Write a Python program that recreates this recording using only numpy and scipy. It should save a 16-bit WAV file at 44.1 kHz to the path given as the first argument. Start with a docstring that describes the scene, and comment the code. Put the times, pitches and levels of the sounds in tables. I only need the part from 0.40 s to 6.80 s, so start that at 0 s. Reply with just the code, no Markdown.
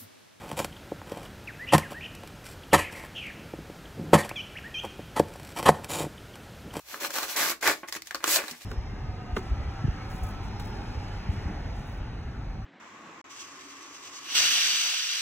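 """A dried mud nest cracks under a prying steel blade, close up on a table.
The clay gives way in showers of tiny fractures that hiss in the air and drum on the tabletop.
Blade and fingers scrape and rub; the nest knocks and drags over its own grit; crumbs drop.
Outside, a songbird sings and a second bird chips, over low rumble, hiss and a thin whine."""
import sys
import numpy as np
from scipy import signal
from scipy.fft import rfft, irfft
from scipy.io import wavfile
from scipy.ndimage import uniform_filter1d

SR = 44100
rng = np.random.default_rng(int(sys.argv[2]) if len(sys.argv) > 2 else 0)


def to_wav(s):
    """Save 16-bit WAV."""
    ch = np.atleast_2d(s).T  # columns
    pcm = np.round(np.clip(ch, -1, 1) * 32767)  # PCM
    wavfile.write(sys.argv[1], SR, pcm.astype(np.int16))


N = 282240

# clay giving way: start_s, strain_s, strain_db, tear_s, tear_db, drum_db, thud_db, thud_hz,
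# settle_db, trickle_db
CLAY_BREAKS = [(1.330, 0.016, -25.5, .017, -20, -15, -3, 694, -6, -37.5),
               (2.327, 0.011, -36, .02, -16.5, -14, -6, 527, -17, -28.5),
               (3.729, 0.014, -42, .019, -20.5, -14, 3, 520, -5, -28),
               (4.795, 0.044, -35, 0.0035, -29, -15, -2.5, 460, -39, -73),
               (5.288, .041, -24, 0.0087, -25, -25.5, 4.5, 830, -15.5, -50)]
def breaks(clay, table, thud_after_s=0.00195, settle_hz=187):
    """Clay crackles under strain, then tears with a thud; the nest settles and debris trickles."""
    strains, fractures, thuds = [], [], []
    for (start_s, strain_s, strain_db, tear_s, tear_db, drum_db,
         thud_db, thud_hz, settle_db, trickle_db) in CLAY_BREAKS:
        strains.append((start_s - strain_s, strain_s, 0.031, strain_db, strain_db + 6.5))
        fractures.append((start_s, tear_s, 3.78 * tear_s, tear_db, drum_db))
        fractures.append((start_s + 0.045, 0.017, 0.19, trickle_db, trickle_db - 2))
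        thuds.append((start_s + thud_after_s, thud_db, thud_hz))
        thuds.append((start_s + tear_s, settle_db, settle_hz))
    creak = showers(strains, clay, table, rate_hz=4200, spread_db=3, rise_s=0.014, clump_db=1.5)
    crackle = showers(fractures, clay, table, rate_hz=4200, spread_db=3, rise_s=0.005, clump_db=1.5)
    return creak + crackle + knocks(thuds, table)


def showers(rows, grit, table, rate_hz, spread_db, rise_s, clump_db):
    """Avalanches of tiny, uneven fractures; each snaps in the air and kicks the table."""
    out = np.zeros(N)
    for start_s, length_s, t60_s, grit_db, table_db in rows:
        t = clock(length_s + t60_s)
        chance, size_draw, polarity = rng.random((N // 10, 3))[:len(t)].T
        size = undb(-spread_db * np.log(0.02 + 0.98 * size_draw))
        clicks = (chance < rate_hz / SR) * size * np.sign(polarity - 0.5)
        clicks *= undb(clump_db * wobble(len(t), span=220))  # grains catch and let go in clumps
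        envelope = np.minimum(t / rise_s, 1) ** 2 * fade(np.maximum(t - length_s, 0), t60_s)
        for response, db in (grit, grit_db), (table, table_db):
            sound = unit(signal.fftconvolve(clicks * envelope, response))
            add(out, start_s, sound * undb(db) * np.sqrt(np.sum(envelope ** 2)))
    return out


# clay fracture spectrum: freq_hz, level_db
CLAY_SPECTRUM = [(1060, -0.5), (1800, 8.5), (2160, 4), (2400, 0), (2900, -3.5), (4640, -2.5), (5650, -11),
                 (6770, -6), (10900, -6), (13100, -12.5), (15500, -27)]
# scraped grit spectrum: freq_hz, level_db
SAND_SPECTRUM = [(880, -35), (1500, 12.5), (2200, 2), (2420, 5), (3310, 2), (3990, 3), (4800, 1), (6250, 0),
                 (7160, 0), (7980, 1), (9420, -1.5), (12500, -1.5), (15500, -10)]
def grain(spectrum, scatter_db, size=1024):
    """One breaking grain: a minimum-phase snap, scattered between clay, hand and table."""
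    cepstrum = irfft(np.log(gains(spectrum, size)))[:size // 2]
    cepstrum[1:] *= 2
    snap = irfft(np.exp(rfft(cepstrum, size)))
    paths = undb(scatter_db) * reflections(t60_s=0.037, build_s=0.00013)
    paths[0] += 1  # direct path
    return unit(signal.fftconvolve(paths, snap))


# tabletop loaded by the nest: freq_hz, resonance_db, t60_s
TABLETOP_MODES = [(86.2, 1.5, 0.22), (152, 6.5, .16), (211.5, 2, 0.14), (295.8, 1.5, 0.099),
                  (329, 3.5, 0.063), (370, -22, 0.068), (458, 1.5, 0.03), (531, -4, 0.038),
                  (575, 4.5, 0.051), (630, -19, 0.18), (724.5, 6.5, 0.049), (789, -14, 0.11),
                  (886, 4, 0.031), (1056, 1.5, 0.026), (1277, -7, 0.027), (1570, -11, 0.01),
                  (1700, -16, 0.018), (1950, -10, 0.02), (2450, -16.5, 0.012), (3190, -8, 0.0091)]
def tabletop(lag_rad=1.292):
    """Table impulse response; each mode lags the one below, so the crowded lows arrive late."""
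    t = clock(0.3)
    return unit(sum(undb(db) / t60_s * np.sin(2 * np.pi * hz * t - lag_rad * k) * fade(t, t60_s)
                    for k, (hz, db, t60_s) in enumerate(TABLETOP_MODES)))


# scraping strokes: start_s, length_s, grit_db, table_db
SCRAPE_STROKES = [(0.0, 0.14, -57.5, -44.5), (0.66, 0.2, -58.5, -46.5), (1.498, 0.029, -48, -41.5),
                  (2.036, 0.093, -50.5, -58), (2.505, 0.15, -52, -49), (3.841, 0.016, -44, -36.5),
                  (4.427, 0.024, -49.5, -35.5), (4.871, 0.42, -63, -62), (5.157, 0.043, -40.5, -32.5),
                  (5.225, 0.018, -44, -39), (5.43, 0.01, -48, -40), (5.635, 0.016, -49.5, -37.5),
                  (6.327, 0.064, -48, -40)]
def scrapes(sand, table, t60_s=0.062):
    """Blade and fingers scrape over grit in sparse showers."""
    rows = with_decay(SCRAPE_STROKES, t60_s)
    return showers(rows, sand, table, rate_hz=1700, spread_db=5, rise_s=0.0076, clump_db=-1)


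def specks(rate_hz=27, mean_db=-35.5, spread_db=2.5, tap_db=-12):
    """Crumb rows for specks shed at random while scraping."""
    rows = []
    for start_s, length_s, _, _ in SCRAPE_STROKES:
        offsets_s = np.cumsum(rng.exponential(size=32)) / rate_hz
        peaks_db = mean_db + spread_db * rng.standard_normal(size=32)
        rows += [(start_s + at, db, db + tap_db) for at, db in zip(offsets_s, peaks_db) if at < length_s]
    return rows


# nest base resonances: freq_hz, level_db, t60_s
BASE_MODES = [(3760, -4.5, 0.0033), (7040, -1, 0.0038), (9400, -10, 0.0034)]
# nest sliding: start_s, length_s, grit_db, table_db
NEST_DRAGS = [(0.155, 0.062, -40, -34), (5.477, 0.14, -36, -35)]
def drags(sand, table, t60_s=0.14):
    """Grains trapped under the sliding nest ring its hard, thin base."""
    t = np.arange(len(sand)) / SR
    ring = sum(undb(db) * unit(np.cos(2 * np.pi * hz * t) * fade(t, ring_s))
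               for hz, db, ring_s in BASE_MODES)
    rasp = unit(sand + ring)
    rows = with_decay(NEST_DRAGS, t60_s)
    return showers(rows, rasp, table, rate_hz=3400, spread_db=3.6, rise_s=0.02, clump_db=1.8)


# nest bumping the table: start_s, peak_db, bounce_hz
NEST_KNOCKS = [(0.128, -32, 150), (0.518, -18, 430), (0.616, -32.5, 1900), (0.718, -20.5, 450),
               (0.769, -26.5, 580), (1.520, -27.5, 750), (2.637, -31.5, 870), (3.135, -22.5, 394),
               (3.186, -29, 254), (3.297, -28, 398), (3.594, -23.5, 190), (3.912, -27, 1320),
               (4.443, -22.5, 750), (4.591, -26, 416), (4.955, -31.5, 660), (5.603, -17, 524),
               (5.639, -21, 507), (5.664, -23.5, 350), (6.366, -20.5, 388)]
def knocks(rows, table, cycles=3.2):
    """The nest bounces on its contact and drives the table; a softer contact thuds lower."""
    out = np.zeros(N)
    t = clock(0.04)
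    for start_s, peak_db, bounce_hz in rows:
        force = np.sin(2 * np.pi * bounce_hz * t) * fade(t, cycles / bounce_hz)
        thud = signal.fftconvolve(force, table)
        add(out, start_s, undb(peak_db) * thud / np.abs(thud).max())
    return out


# fingers and blade creeping on the nest: start_s, length_s, level_db
NEST_RUBS = [(2.893, 0.21, -49), (3.39, 0.047, -59), (3.559, 0.1, -37), (3.627, 0.13, -39),
             (5.587, 0.098, -35.5), (6.234, 0.077, -41)]
def rubs(table, cutoff_hz=220):
    """Soft stick-slip that reaches only the low table modes."""
    lowpass = signal.butter(2, cutoff_hz, fs=SR, output="sos")
    rumble = level(signal.sosfilt(lowpass, through(rng.standard_normal(N), table)), 0)
    envelope = np.zeros(N)
    for start_s, length_s, db in NEST_RUBS:
        add(envelope, start_s, undb(db) * np.sqrt(np.hanning(len(clock(length_s)))))
    return envelope * rumble


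# crumbs snapping off or landing: start_s, grit_db, table_db
LARGE_CRUMBS = [(0.115, -27, -24.5), (0.191, -15, -21.5), (0.200, -19.5, -19), (0.246, -15.5, -22.5),
                (0.719, -30.5, -35), (1.336, -8.5, -13.5), (1.381, -11, -17.5), (1.751, -30, -57),
                (1.835, -37, -33), (1.875, -30.5, -49), (2.066, -27.5, -49), (2.867, -35, -43),
                (3.893, -21.5, -39), (4.796, -15, -44), (4.885, -36, -60), (4.998, -33, -36),
                (5.188, -18.5, -31), (5.228, -20, -23), (5.288, -10.5, -27), (5.445, -21, -44),
                (5.956, -31.5, -38), (6.368, -22, -56)]
def crumbs(grit, table):
    """Each crumb or speck gives one hard tick and taps the table."""
    out = np.zeros(N)
    for start_s, grit_db, table_db in LARGE_CRUMBS + specks():
        add(out, start_s, undb(grit_db) * grit / np.abs(grit).max())
        add(out, start_s, undb(table_db) * table / np.abs(table).max())
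    return out


# song: start_s, length_s, level_db, pitch_ratio, kind
SONG_NOTES = [(1.072, 0.041, -42.5, 0.97, "fall"), (1.189, .068, -42.5, 1.054, "rise"),
              (1.263, 0.11, -40.5, 0.98, "trill"), (1.424, .05, -45, 1.0, "dip"),
              (1.539, 0.053, -45.5, .99, "rise"), (1.605, 0.066, -42.5, 0.96, "trill"),
              (2.308, 0.21, -41.5, 0.99, "buzz"), (2.517, .15, -49.5, 0.97, "warble"),
              (2.744, 0.18, -42, 1, "buzz"), (3.832, 0.021, -46.5, 1.3, "fall"),
              (3.88, 0.04, -45.5, .91, "sweep"), (3.956, 0.063, -39.5, 1.0, "scoop"),
              (4.152, 0.027, -42.5, 0.99, "sweep"), (4.184, 0.011, -42, 1.02, "fall"),
              (4.234, 0.046, -45, .98, "rise"), (4.338, 0.068, -38.5, 1.015, "cup")]
def songbird(distortion=7.5):
    """The two sides of a syrinx distort and modulate each other: faint overtones and sum tones."""
    song = np.zeros(N)
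    for start_s, length_s, db, pitch_ratio, kind in SONG_NOTES:
        add(song, start_s, syllable(kind, length_s, db, pitch_ratio))
    highpass = signal.butter(2, 2500, "high", fs=SR, output="sos")
    return song + distortion * signal.sosfilt(highpass, song ** 2)


# pitch arcs by kind, one per voice: start_hz, middle_hz, end_hz
PITCH_ARCS = {"fall": [(3000, 2000, 1530)], "dip": [(2330, 1770, 1560)], "rise": [(1500, 1840, 1920)],
              "sweep": [(1620, 2150, 3200)], "trill": [(2600, 2930, 2750)], "buzz": [(3000, 2620, 1800)],
              "warble": [(2300, 2150, 1980)], "scoop": [(3560, 3040, 3080), (2720, 2320, 3200)],
              "cup": [(3220, 3060, 3330), (2640, 2420, 3350)]}
# pitch shake by kind: depth_hz, start_rate_hz, end_rate_hz
PITCH_TRILLS = {"trill": (290, 68, 68), "buzz": (280, 120, 40), "warble": (250, 38, 38)}
def syllable(kind, length_s, db, pitch_ratio, second_voice_db=-1.5, db_per_octave=10, rate_wander=0.181):
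    """Each voice glides along an arc, louder when higher; a trill shakes it and makes it hoarse."""
    progress = clock(length_s) / length_s
    depth_hz, start_rate_hz, end_rate_hz = PITCH_TRILLS.get(kind, (0, 0, 0))
    rate_hz = start_rate_hz + (end_rate_hz - start_rate_hz) * progress
    rate_hz *= 1 + rate_wander * wobble(len(progress), span=300)
    trill_hz = depth_hz * np.cos(2 * np.pi * np.cumsum(rate_hz) / SR)
    hoarse = np.clip(depth_hz / 220, 0.15, 1)
    out = np.zeros(len(progress))
    for voice, points_hz in enumerate(PITCH_ARCS[kind]):
        arc_hz = pitch_ratio * np.polyval(np.polyfit([0, 0.5, 1], points_hz, 2), progress)
        effort = undb(db_per_octave * np.log2(arc_hz / arc_hz.mean()))
        out += effort * whistle(arc_hz + trill_hz, db + voice * second_voice_db, hoarse)
    return out


def whistle(pitch_hz, db, hoarse):
    """Near-pure tone with soft ends; hoarse (0-1) shakes pitch and level."""
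    jitter = 1 + 0.05 * hoarse * wobble(len(pitch_hz), span=50)
    flutter = undb(2.5 * hoarse * wobble(len(pitch_hz), span=200))
    tone = np.sin(2 * np.pi * np.cumsum(pitch_hz * jitter) / SR)
    return level(tone * flutter * signal.windows.tukey(len(pitch_hz), 0.25), db)


# second bird: start_s
CHIP_TIMES = [0.324, 0.364, 0.854, 2.233, 3.455, 5.778, 5.939, 6.306]
def far_bird(centre_hz=3150, length_s=0.0071, fall_ratio=0.29):
    """A more distant bird gives brief falling chips."""
    out = np.zeros(N)
    pitch_hz = centre_hz * (1 - fall_ratio * (clock(length_s) / length_s - 0.5))
    for start_s in CHIP_TIMES:
        add(out, start_s, whistle(pitch_hz, db=-50, hoarse=0.68))
    return out


def birds(slap_s=0.059, slap_db=-16):
    """Both birds, with one distinct echo and diffuse ones from wall and yard."""
    calls = songbird() + far_bird()
    add(calls, slap_s, undb(slap_db) * calls)
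    wall = undb(-11) * reverb(calls, t60_s=0.1, build_s=0.004, side_db=-4)
    yard = undb(-7) * reverb(calls, t60_s=1.0, build_s=0.0053, side_db=-24)
    return undb(1) * calls + wall + yard


# background noise spectrum: freq_hz, level_db
NOISE_SPECTRUM = [(12, -42), (20, -23), (44, -6.5), (90, -4.5), (129, -6), (282, -12.5), (306, -13),
                  (505, -15.5), (614, -16.5), (1160, -23), (1380, -19), (1980, -24.5), (3170, -27),
                  (3540, -28.5), (15500, -42.5)]
def ambience(noise_db=-45.5, whine_hz=11830, whine_db=-73):
    """Outdoor rumble, steady microphone hiss and a thin electronic whine."""
    shape = gains(NOISE_SPECTRUM, N)
    mid, side = (level(irfft(rfft(rng.standard_normal(N)) * shape, N), noise_db) for _ in range(2))
    t = clock(0.1)
    whine = through(rng.standard_normal(N), np.sin(2 * np.pi * whine_hz * t) * fade(t, t60_s=0.05))
    return stereo(mid, side, side_db=-27) + level(whine, whine_db)


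def reverb(x, t60_s, build_s, side_db):
    """Diffuse stereo echoes of x."""
    mid, side = (through(x, reflections(t60_s, build_s)) for _ in range(2))
    return stereo(mid, side, side_db)


def reflections(t60_s, build_s):
    """Impulse response of echoes that build up and die away."""
    t = clock(t60_s)
    return unit(rng.standard_normal(len(t)) * fade(t, t60_s) * (1 - np.exp(-t / build_s)))


def stereo(mid, side, side_db):
    """Mid and side to left and right."""
    return mid + undb(side_db) * side * np.array([[1], [-1]])


def with_decay(strokes, t60_s):
    """Strokes to shower rows with a common decay."""
    return [(start_s, length_s, t60_s, *levels_db) for start_s, length_s, *levels_db in strokes]


def wobble(count, span):
    """Unit-rms random wander, changing over about span samples."""
    return level(uniform_filter1d(rng.standard_normal(N // 10), size=span), 0)[:count]


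def gains(spectrum, size):
    """Spectrum table to FFT bin gains."""
    hz, db = np.transpose(spectrum)
    bins_hz = np.arange(size // 2 + 1) * SR / size
    return undb(np.interp(np.log(bins_hz + 1), np.log(hz), db))


def undb(db):
    """Decibels to gain."""
    return 10 ** (np.asarray(db) / 20)


def clock(length_s):
    """Sample times in seconds."""
    return np.arange(max(int(length_s * SR), 4)) / SR


def fade(t, t60_s):
    """Exponential decay, 60 dB down at t60_s."""
    return np.exp(-np.log(1000) * t / t60_s)


def level(x, db):
    """Scale to an rms level."""
    return x * undb(db) / np.sqrt(np.mean(x ** 2))


def unit(x):
    """Scale to unit energy."""
    return x / np.sqrt(np.sum(x ** 2))


def add(track, start_s, x):
    """Mix x into the track in place."""
    i = max(int(start_s * SR), 0)
    track[i:i + len(x)] += x[:max(len(track) - i, 0)]


def through(x, response):
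    """Convolve and trim to N samples."""
    return signal.fftconvolve(x, response)[:N]


def scene():
    """Work on the table in a small room, birds beyond."""
    table = tabletop()
    clay = grain(CLAY_SPECTRUM, scatter_db=2)
    sand = grain(SAND_SPECTRUM, scatter_db=1.5)
    work = breaks(clay, table) + scrapes(sand, table) + drags(sand, table)
    work += knocks(NEST_KNOCKS, table) + rubs(table) + crumbs(sand, table)
    room = undb(-19.5) * reverb(work, t60_s=0.37, build_s=0.0083, side_db=-14)
    return work + room + birds() + ambience()


def record(dry):
    """Round the highest peaks; low-pass at 15.6 kHz."""
    rounded = dry / (1 + dry ** 6) ** (1 / 6)
    return signal.sosfilt(signal.ellip(10, 0.2, 80, 15600, fs=SR, output="sos"), rounded)


dry = scene()
out = record(dry)
to_wav(out)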